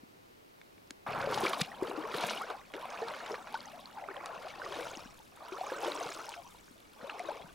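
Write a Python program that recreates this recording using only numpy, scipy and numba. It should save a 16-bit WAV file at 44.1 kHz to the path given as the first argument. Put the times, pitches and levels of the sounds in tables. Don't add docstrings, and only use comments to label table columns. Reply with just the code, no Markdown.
import sys
import numpy as np
from scipy import signal
from scipy.fft import rfft, irfft, next_fast_len
from scipy.io import wavfile
from scipy.ndimage import uniform_filter1d, map_coordinates
from numba import njit

SR = 44100
rng = np.random.default_rng(int(sys.argv[2]) if len(sys.argv) > 2 else 0)


def transcribe(signal):
    frames = np.atleast_2d(signal).T
    limited = np.clip(frames, -1, 1)
    pcm = np.round(limited * 32767).astype(np.int16)
    wavfile.write(sys.argv[1], SR, pcm)


N = 332514

# start in seconds, level in dB, pitch in Hz, t60 in seconds.
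# (t60 is the time a sound takes to fade by 60 dB.)
PLOPS = [(1.208, -19, 1040, 0.01), (1.24, -24.5, 550, 0.073), (1.273, -17.5, 545, 0.022),
         (1.303, -20.5, 490, .034), (1.323, -19.5, 1130, .014), (1.375, -21.5, 840, 0.043),
         (1.408, -19, 720, .022), (1.433, -19, 375, 0.04), (1.452, -9.5, 1090, 0.0078),
         (1.467, -18.5, 2280, 0.016), (1.534, -19, 1085, .022), (1.717, -37, 1860, 0.03),
         (1.824, -17, 377, 0.034), (1.843, -21, 440, 0.017), (1.913, -27, 930, 0.017),
         (1.976, -31, 305, 0.16), (2.053, -29.5, 1050, 0.035), (2.142, -22, 415, .035),
         (2.184, -25.5, 3900, 0.0076), (2.236, -23, 698, 0.043), (2.307, -25, 1410, 0.015),
         (2.377, -26.5, 2810, 0.0065), (2.854, -31, 720, 0.027), (3.018, -27.5, 449, 0.13),
         (3.029, -23.5, 716, 0.019), (3.084, -25, 3900, 0.0024), (3.138, -33, 3030, 0.0054),
         (3.308, -28, 410, 0.13), (3.319, -34.5, 5300, .009), (3.342, -23.5, 955, 0.0094),
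         (3.543, -24, 880, 0.048), (3.553, -29.5, 1456, 0.044), (3.606, -29, 4460, 0.004),
         (3.657, -35, 6002, 0.0055), (3.857, -33, 4200, 0.0086), (4.087, -25, 1270, 0.016),
         (4.167, -32, 3090, 0.0072), (4.618, -27, 1460, 0.021), (4.662, -30, 1160, 0.04),
         (4.724, -34, 3250, .012), (4.795, -37, 489, 0.1), (4.952, -32.5, 2770, .011),
         (4.972, -26.5, 5470, 0.0029), (5.2, -45, 860, .04), (5.521, -32.5, 371, .11),
         (5.611, -22.5, 720, .04), (5.668, -27.5, 1064, 0.016), (5.7, -30.5, 1610, 0.026),
         (5.719, -24.5, 510, 0.048), (5.831, -25, 803, .043), (5.846, -18, 860, .015),
         (5.857, -33.5, 349, 0.23), (5.88, -22.5, 563, 0.035), (5.919, -24.5, 3800, 0.0085),
         (6.009, -29, 700, 0.062), (6.285, -36, 903, .08), (7.042, -35, 543, 0.083),
         (7.098, -23.5, 2630, .008), (7.195, -28, 2080, .011), (7.2, -27.5, 694, 0.057),
         (7.286, -31, 564, 0.068)]
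# start in seconds, level in dB, centre pitch in Hz.
SNAPS = [(0.874, -59, 4000), (.907, -35, 4970), (1.343, -30.5, 3440), (1.374, -35, 1010),
         (1.462, -29, 2570), (1.532, -29.5, 2570), (1.612, -26.5, 2350), (1.615, -22.5, 4550),
         (1.717, -51.5, 720), (1.832, -45, 7000), (1.897, -45, 7300), (2.141, -33, 1260), (2.238, -33, 994),
         (2.305, -41, 4970), (2.419, -41, 8100), (2.5, -33.5, 847), (2.737, -43, 430), (2.738, -37.5, 2000),
         (2.903, -42, 3860), (3.017, -43, 629), (3.298, -39, 692), (3.342, -36.5, 1160), (3.471, -41, 1010),
         (3.542, -40, 2680), (4.259, -37.5, 5670), (4.257, -43, 930), (4.724, -40, 1220), (5.719, -39, 840),
         (6.007, -48, 1110), (6.115, -42, 1196), (6.147, -39.5, 4500), (6.189, -41.5, 855),
         (6.292, -36, 5530), (6.318, -46, 2070), (6.339, -39.5, 1860), (7.095, -37.5, 1140),
         (7.194, -42, 6050), (7.288, -42, 780)]


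def amp(db):
    return 10 ** (np.asarray(db) / 20)


def unit(x):
    return x / np.sqrt(np.mean(x ** 2) + 1e-20)


def curve(rows):
    return np.interp(np.arange(N) / SR, *np.transpose(rows))


def wobble(rate):
    return map_coordinates(rng.standard_normal(8192), [np.arange(N) * rate / SR], mode="wrap")


def coloured(x, points):
    size = next_fast_len(N + 8192, True)
    hz, db = np.transpose(points)
    log_hz = np.log(np.fft.rfftfreq(size, 1 / SR) + 1)
    log_gain = np.log(amp(np.interp(log_hz, np.log(hz), db)))
    cepstrum = irfft(log_gain, size)
    cepstrum[1:size // 2] *= 2
    cepstrum[size // 2 + 1:] = 0
    return irfft(rfft(x, size) * np.exp(rfft(cepstrum)), size)[..., :N]


def hiss(side_db):
    mid, side = rng.standard_normal((2, N))
    return unit(np.array([mid + amp(side_db) * side, mid - amp(side_db) * side]))


@njit
def ring(start, gains, hz, t60, rise, onset_cycles):
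    out = np.zeros((2, N))
    for k in range(len(start)):
        first = int(start[k] * SR)
        for i in range(min(int(t60[k] * SR), N - first)):
            t = i / SR
            age = t / t60[k]
            envelope = np.exp(-6.908 * age) * (1 - np.exp(-t * hz[k] / onset_cycles))
            tone = envelope * np.sin(2 * np.pi * hz[k] * t * (1 + rise[k] * age / 2))
            out[0, first + i] += gains[0, k] * tone
            out[1, first + i] += gains[1, k] * tone
    return out


def swarm(low_hz, high_hz, cycles, climb, scatter_db, onset_cycles, pan_db, count):
    when, size, lift = rng.random((3, count))
    life, strength, pan = np.clip(rng.standard_normal((3, count)), -2, 2)
    hz = low_hz * (high_hz / low_hz) ** size
    t60 = cycles * np.exp(0.427 * life) / hz
    gains = hz / low_hz * amp(scatter_db * strength + pan_db * np.array([pan, -pan]))
    stream = ring(when * N / SR, gains, hz, t60, 2 * climb * lift, onset_cycles)
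    power = uniform_filter1d(uniform_filter1d(np.mean(stream ** 2, 0), size=2400), size=1600)
    return unit(stream / np.sqrt(np.abs(power) + 0.024 * np.mean(power)))


def open_air(wading):
    # frequency in Hz, relative level in dB.
    shore_tone = [(15, -63), (25, -32), (102, -10), (157, -13), (307, -9.5), (361, -9.5), (587, -16),
                  (1590, -23), (2330, -21.5), (3390, -25), (4210, -25), (7630, -32), (15800, -32.5)]
    lake_tone = [(25, 1), (120, 1.5), (250, 4), (400, 3), (700, -8), (1400, -6.5), (2500, -9.5),
                 (5000, -13), (10000, -18), (15800, -19.5)]
    # frequency in Hz, level of the side signal against the middle in dB.
    width = [(60, -12), (200, -1.5), (700, 8.5), (1300, 8.5), (2400, 1.5), (4400, -2), (8100, -4),
             (15000, -16)]
    air = np.zeros((2, N))
    for tone, gain in (shore_tone, amp(-58.5) * (1 - wading)), (lake_tone, amp(-59.5) * wading):
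        mid, side = coloured(rng.standard_normal((2, N)), tone)
        side = coloured(side, width)
        air += gain * unit(np.array([mid + side, mid - side]))
    return air


def body_sway(boost_db=3):
    # time in seconds, level in dB before the boost.
    levels = [(0.0, -79), (1.07, -78), (1.19, -73), (4.11, -75), (5.0, -64), (5.65, -84), (6.53, -70),
              (6.89, -82), (7.39, -71), (7.54, -66)]
    rumble = coloured(hiss(-5), [(15, -9), (35, -3), (90, -10), (180, -7.5), (400, -50)])
    return amp(curve(levels) + boost_db) * unit(rumble)


def mount_clicks():
    # start in seconds, level in dB, brightness in dB per octave.
    taps = [(0.615, -43.5, 5), (.781, -53, 4), (0.907, -40, -11)]
    # pitch in Hz, relative level in dB, t60 in seconds.
    modes = [(1660, -8, 0.017), (1920, -6, 0.01), (2230, -1, 0.014), (3560, -11, 0.015), (5300, -31, .01)]
    out, t = np.zeros(N + SR), np.arange(SR // 20) / SR
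    for start, db, tilt_db in taps:
        for hz, mode_db, t60 in modes:
            fade = amp(db + mode_db + tilt_db * np.log2(hz / 2300) - 60 * t / t60)
            out[round(start * SR):][:len(t)] += fade * np.sin(2 * np.pi * hz * t)
    return out[:N]


def knocks(boost_db=8, cycles=5.14, sag=0.13, run_from_s=1.072, run_to_s=1.44, count=12):
    # start in seconds, dB before the boost, pitch in Hz.
    singles = [(0.034, -38.5, 250), (0.909, -36.5, 298), (1.435, -31.5, 176), (1.615, -20.5, 177.4),
               (2.149, -36, 176.4), (2.24, -35, 168), (4.375, -43, 202), (4.972, -36.5, 267.4),
               (5.058, -37.5, 238), (6.059, -40.5, 164.1), (6.71, -41.5, 253), (7.031, -36.5, 246),
               (7.444, -39.5, 185)]
    jitter, strength, size = rng.uniform(-0.95, 1, (3, count))
    run_s = run_from_s + (run_to_s - run_from_s) * (np.arange(count) + np.abs(jitter) / 2) / count
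    run = np.transpose([run_s, -36.5 + 2 * strength, 143.5 * np.exp(0.11 * size)])
    start, db, hz = np.vstack([singles, run]).T.copy()
    gains = amp(np.array([db, db]) + boost_db)
    return ring(start, gains, hz, cycles / hz, np.full(len(start), -sag), onset_cycles=1.18)


def snaps(width=0.42, t60_at_1khz=0.071):
    out, t = np.zeros(N + SR), np.arange(SR // 10) / SR
    for start, db, hz in SNAPS:
        edges_hz = [hz * np.exp(-width), min(hz * np.exp(width), SR / 2 - 1000)]
        band = signal.butter(2, edges_hz, "band", fs=SR)
        t60 = t60_at_1khz * (1000 / hz) ** 1.22
        fade = amp(-60 * t / t60)
        burst = signal.lfilter(*band, rng.standard_normal(len(t)) * fade)
        out[round(start * SR):][:len(t)] += amp(db) * burst * np.linalg.norm(fade) / np.linalg.norm(burst)
    return out[:N]


def wake(mist_db, foam_db):
    # time in seconds, level in dB.
    rush_levels = [(1, -56), (1.45, -53.5), (1.75, -61.5), (1.9, -63), (2.3, -55.5), (2.65, -77),
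                   (2.9, -63.5), (3.3, -65.5), (3.9, -63.5), (4.1, -78), (7.54, -80)]
    mist = unit(coloured(hiss(-42), [(4000, -18), (7000, -5), (10500, -4), (12500, -7.5), (15800, -17.5)]))
    pings = swarm(4500, 12500, cycles=40, climb=0.1, scatter_db=7, onset_cycles=0.6, pan_db=0.7, count=3600)
    fresh = amp(5.5 + 0.52 * (foam_db + 64))
    foam = (fresh * pings + hiss(-11)) / np.hypot(1, fresh)
    foam_tone = [(3000, -31), (5200, 1.5), (6500, -0.5), (8500, -4.5), (11500, -22), (15800, 0)]
    foam = unit(coloured(foam, foam_tone))
    rush = unit(coloured(hiss(-49), [(90, -35.5), (170, -6), (225, 3.5), (280, -2), (450, -37)]))
    return amp(mist_db + 5.3 * wobble(140)) * mist + amp(foam_db) * foam + amp(curve(rush_levels)) * rush


def droplets(spray_db, follow=0.45, range_db=23.1, count=170):
    when, softness = rng.random((2, count))
    ticks = np.bincount((when * N).astype(int), amp(-range_db * softness), N)
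    tone = [(1500, -17), (3500, 13), (6000, -16), (9000, -1), (13000, 0), (15800, -29)]
    return unit(coloured(ticks, tone)) * amp(-68 + follow * (spray_db + 50))


def gurgles(length_s=0.0433, rough=0.55, shakes_per_s=260):
    # start in seconds, first and last pitch in Hz, level in dB.
    troughs = [(1.73, 738, 1040, -56), (2.4, 984, 1580, -42), (2.515, 644, 813, -47),
               (2.747, 301, 590, -46.5), (2.813, 1009, 1034, -46), (3.309, 377, 543, -42.5),
               (3.725, 627, 774, -51), (3.963, 971, 700, -46), (4.01, 765, 798, -46),
               (4.081, 417, 376, -48.5), (4.08, 1050, 2100, -49.5), (4.436, 510, 780, -47.5),
               (5.405, 695, 1006, -56), (5.536, 950, 1370, -48), (5.733, 1140, 1660, -47.5),
               (6.365, 700, 695, -48.5), (6.445, 910.4, 1145, -56.5), (7.137, 650, 980, -50),
               (7.283, 558, 1093, -42)]
    out, progress = np.zeros(N + SR), np.linspace(0, 1, int(length_s * SR))
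    arch = np.sqrt(progress * (1 - progress))
    for start, from_hz, to_hz, db in troughs:
        phase = 2 * np.pi * np.cumsum(from_hz * (to_hz / from_hz) ** progress) / SR
        shake = [map_coordinates(points, [progress * length_s * shakes_per_s], mode="wrap")
                 for points in rng.standard_normal((2, 64))]
        tone = (1 + rough * shake[0]) * np.sin(phase) + rough * shake[1] * np.cos(phase)
        out[round(start * SR):][:len(tone)] += amp(db) * unit(tone * arch)
    return out[:N]


def small_plops(slosh_db, follow=0.69, low_hz=520, high_hz=3000, cycles=36, max_rise=0.64, count=75):
    jitter, size, lift = rng.random((3, count))
    start = (np.arange(count) + jitter) / count * N / SR
    hz = low_hz * (high_hz / low_hz) ** size
    below_peak_db = slosh_db.max() - np.interp(start, np.arange(N) / SR, slosh_db)
    db = slosh_db.max() + 4 - follow * below_peak_db
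    db -= 1.5 * np.log2(hz / low_hz)
    db += 1.5 * rng.standard_normal(count)
    return ring(start, amp(np.array([db, db])), hz, cycles / hz, max_rise * lift, onset_cycles=0.19)


def plops(pan_db=1.24, rise=0.14):
    start, db, hz, t60 = np.array(PLOPS, float).T.copy()
    pan = pan_db * rng.standard_normal(len(start))
    gains = amp(db + np.array([pan, -pan]))
    return ring(start, gains, hz, t60, np.full(len(start), rise), onset_cycles=0.73)


def wavelets(fall_s, depth, count):
    when, size = rng.random((2, count))
    kicks = np.bincount((when * N).astype(int), 0.52 + size, N)
    gain = 1 + depth * signal.lfilter([1], [1, -np.exp(-1 / (fall_s * SR))], kicks)
    return gain / np.sqrt(np.abs(uniform_filter1d(gain ** 2, size=4400)))


def stirring(layer, lag_s, swing, settled_db, attack_db_per_s=177, release_db_per_s=100):
    # start, hardest moment and end in seconds, swell and ebb in dB,
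    # then the peak levels of gulp, slosh, spray, foam and mist in dB.
    strides = [(1.061, 1.253, 1.24, 3.5, 1, -49, -32.5, -50, -67, -73),
               (1.326, 1.455, 1.52, 2, 7, -39.5, -31, -42, -63, -54.5),
               (1.58, 1.606, 1.612, 1.5, 6, -45, -38.5, -44.5, -84, -56.5),
               (1.834, 1.86, 1.865, 0, 0, -47, -41, -55, -80, -68),
               (1.95, 1.99, 2.1, 0.5, 2, -44, -41, -56.5, -80, -84),
               (2.143, 2.29, 2.377, 3.5, 8, -44.5, -34, -41, -74, -54.5),
               (2.417, 2.506, 2.47, 3.5, -3, -53, -45.5, -60.5, -74, -84),
               (2.8, 3.023, 3.293, 4, 0.5, -61, -40.5, -53.5, -65.5, -75),
               (3.512, 3.516, 3.99, 0.5, 13.5, -62.5, -48.5, -55, -78, -76),
               (3.988, 4.194, 4.3, 7.5, 0.5, -59, -44.5, -63, -87, -90),
               (4.337, 4.53, 4.46, 2.5, -4, -56.5, -46.5, -55.5, -79, -89),
               (4.61, 4.786, 5.01, 5.5, 10.5, -44.5, -40.5, -48, -59.5, -64.5),
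               (5.423, 5.75, 5.7, 10, 1, -50, -42, -50.5, -54.5, -69),
               (5.824, 5.865, 5.97, 0.5, 9, -40, -35.5, -46.5, -53, -61.5),
               (6, 6.043, 6.332, -0.5, 10.5, -46.5, -41.5, -48.5, -55, -64.5),
               (6.48, 6.54, 6.58, 0, 1, -72, -68, -71, -69, -72),
               (7.015, 7.27, 7.38, 5.5, 3.5, -52, -47, -55, -89, -81)]
    column = ("gulp", "slosh", "spray", "foam", "mist").index(layer)
    t = np.arange(N) / SR - lag_s
    power = amp(settled_db) ** 2
    for start, hardest, end, swell_db, ebb_db, *peaks_db in strides:
        push_db = np.interp(t, [start, hardest, end], [-swell_db, 0, -ebb_db])
        push_db -= attack_db_per_s * np.maximum(start - t, 0)
        push_db -= release_db_per_s * np.maximum(t - end, 0)
        power = power + amp(peaks_db[column] + swing * push_db) ** 2
    return 10 * np.log10(power)


def add_bursts(level_db, events, offset_db, decay_db_per_s):
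    kicks = np.zeros(N)
    for start, db in events:
        kicks[round(start * SR)] += amp(db + offset_db) ** 2
    bursts = signal.lfilter([1], [1, -amp(-decay_db_per_s / SR) ** 2], kicks)
    return 10 * np.log10(amp(level_db) ** 2 + bursts)


def churn(gulp_db, slosh_db, spray_db, fusing=0.51, brightening=0.46):
    # frequency in Hz, relative level in dB.
    gulp_tone = [(60, -53.5), (130, 0), (250, -9.5), (340, -0.5), (480, 2.5), (600, -5), (900, -27.5)]
    slosh_tone = [(300, -29.5), (480, -2.5), (620, -0.5), (1000, 0), (1400, -4), (1850, -10.5),
                  (2300, -12.5), (2800, -15.5), (4500, -54.5)]
    spray_tone = [(1400, -62), (2200, 3), (2700, -0.5), (3700, -0.5), (5800, -8.5), (7200, -15.5),
                  (10500, -17), (13000, -35), (15800, -54)]
    breaking = wavelets(fall_s=0.012, depth=0.58, count=210)
    gulps = swarm(259.2, 649, cycles=31.8, climb=0.46, scatter_db=3,
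                  onset_cycles=0.21, pan_db=-0.2, count=800)
    gulps += amp(-2.5) * breaking * hiss(-20)
    bubbles = swarm(501.9, 2930, cycles=40.7, climb=0.477, scatter_db=4,
                    onset_cycles=0.15, pan_db=3, count=3000)
    wash = amp(1.5 + fusing * (slosh_db + 50))
    slosh = (bubbles + wash * breaking * hiss(-34)) / np.hypot(1, wash)
    drops = swarm(2047, 6960, cycles=71, climb=0.096, scatter_db=5.5,
                  onset_cycles=0.07, pan_db=-0.8, count=5200)
    crackle = swarm(2400, 15000, cycles=6, climb=0.1, scatter_db=5,
                    onset_cycles=0.2, pan_db=0.5, count=14000)
    fine = amp(brightening * (spray_db + 57.5))
    clumps = wavelets(fall_s=0.009, depth=1.13, count=260)
    spray = clumps * (drops + fine * crackle) / np.hypot(1, 0.57 * fine)
    surge = amp(0.82 * wobble(22))
    return (amp(gulp_db - 1) * unit(coloured(surge * gulps, gulp_tone))
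            + amp(slosh_db - 0.3) * unit(coloured(surge * slosh, slosh_tone))
            + amp(spray_db - 1) * unit(coloured(spray, spray_tone)))


def near_echoes(x, level_db=-21.5, t60=0.011):
    t = np.arange(SR // 20) / SR
    tail = signal.lfilter([1], [1, -0.6], rng.standard_normal(len(t))) * amp(-60 * t / t60)
    side = amp(level_db) * signal.fftconvolve(x.mean(0), tail / np.linalg.norm(tail))[:N]
    return x + np.array([side, -side])


def scene():
    # time in seconds, left minus right in dB before a small shift right.
    sides = [(1.1, 0.5), (1.55, 1), (2.5, 1.5), (2.77, 0), (3.93, 1), (5.15, 2), (5.46, -0.5), (6.89, 2),
             (7.54, 1.5)]
    wading = np.clip((np.arange(N) / SR - 1.063) / 0.002, 0, 1)
    background = open_air(wading) + body_sway()
    pockets = [(start, db) for start, db, hz, t60 in PLOPS if hz < 600]
    gulp_db = stirring("gulp", lag_s=0, swing=1.4, settled_db=-74.5)
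    gulp_db = add_bursts(gulp_db, pockets, offset_db=-22.5, decay_db_per_s=106)
    slosh_db = stirring("slosh", lag_s=0, swing=0.98, settled_db=-74.5)
    slaps = [(start, db) for start, db, hz in SNAPS]
    spray_db = stirring("spray", lag_s=0.015, swing=0.99, settled_db=-68)
    spray_db = add_bursts(spray_db, slaps, offset_db=-14.5, decay_db_per_s=450)
    mist_db = stirring("mist", lag_s=0.015, swing=1.76, settled_db=-77.5)
    foam_db = stirring("foam", lag_s=0.13, swing=0.9, settled_db=-77)
    stirred = churn(gulp_db, slosh_db, spray_db) + small_plops(slosh_db)
    stirred = stirred + droplets(spray_db) + wake(mist_db, foam_db)
    close = near_echoes(wading * stirred + mount_clicks() + plops() + gurgles() + knocks() + snaps())
    pan_db = curve(sides) - 0.3
    return close * amp(np.array([pan_db, -pan_db]) / 2) + background


def record(dry, top_hz=15850):
    size = next_fast_len(N + 8192)
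    kept = np.fft.rfftfreq(size, 1 / SR) < top_hz
    return irfft(rfft(dry, size) * kept, size)[:, :N]


dry = scene()
out = record(dry)
transcribe(out)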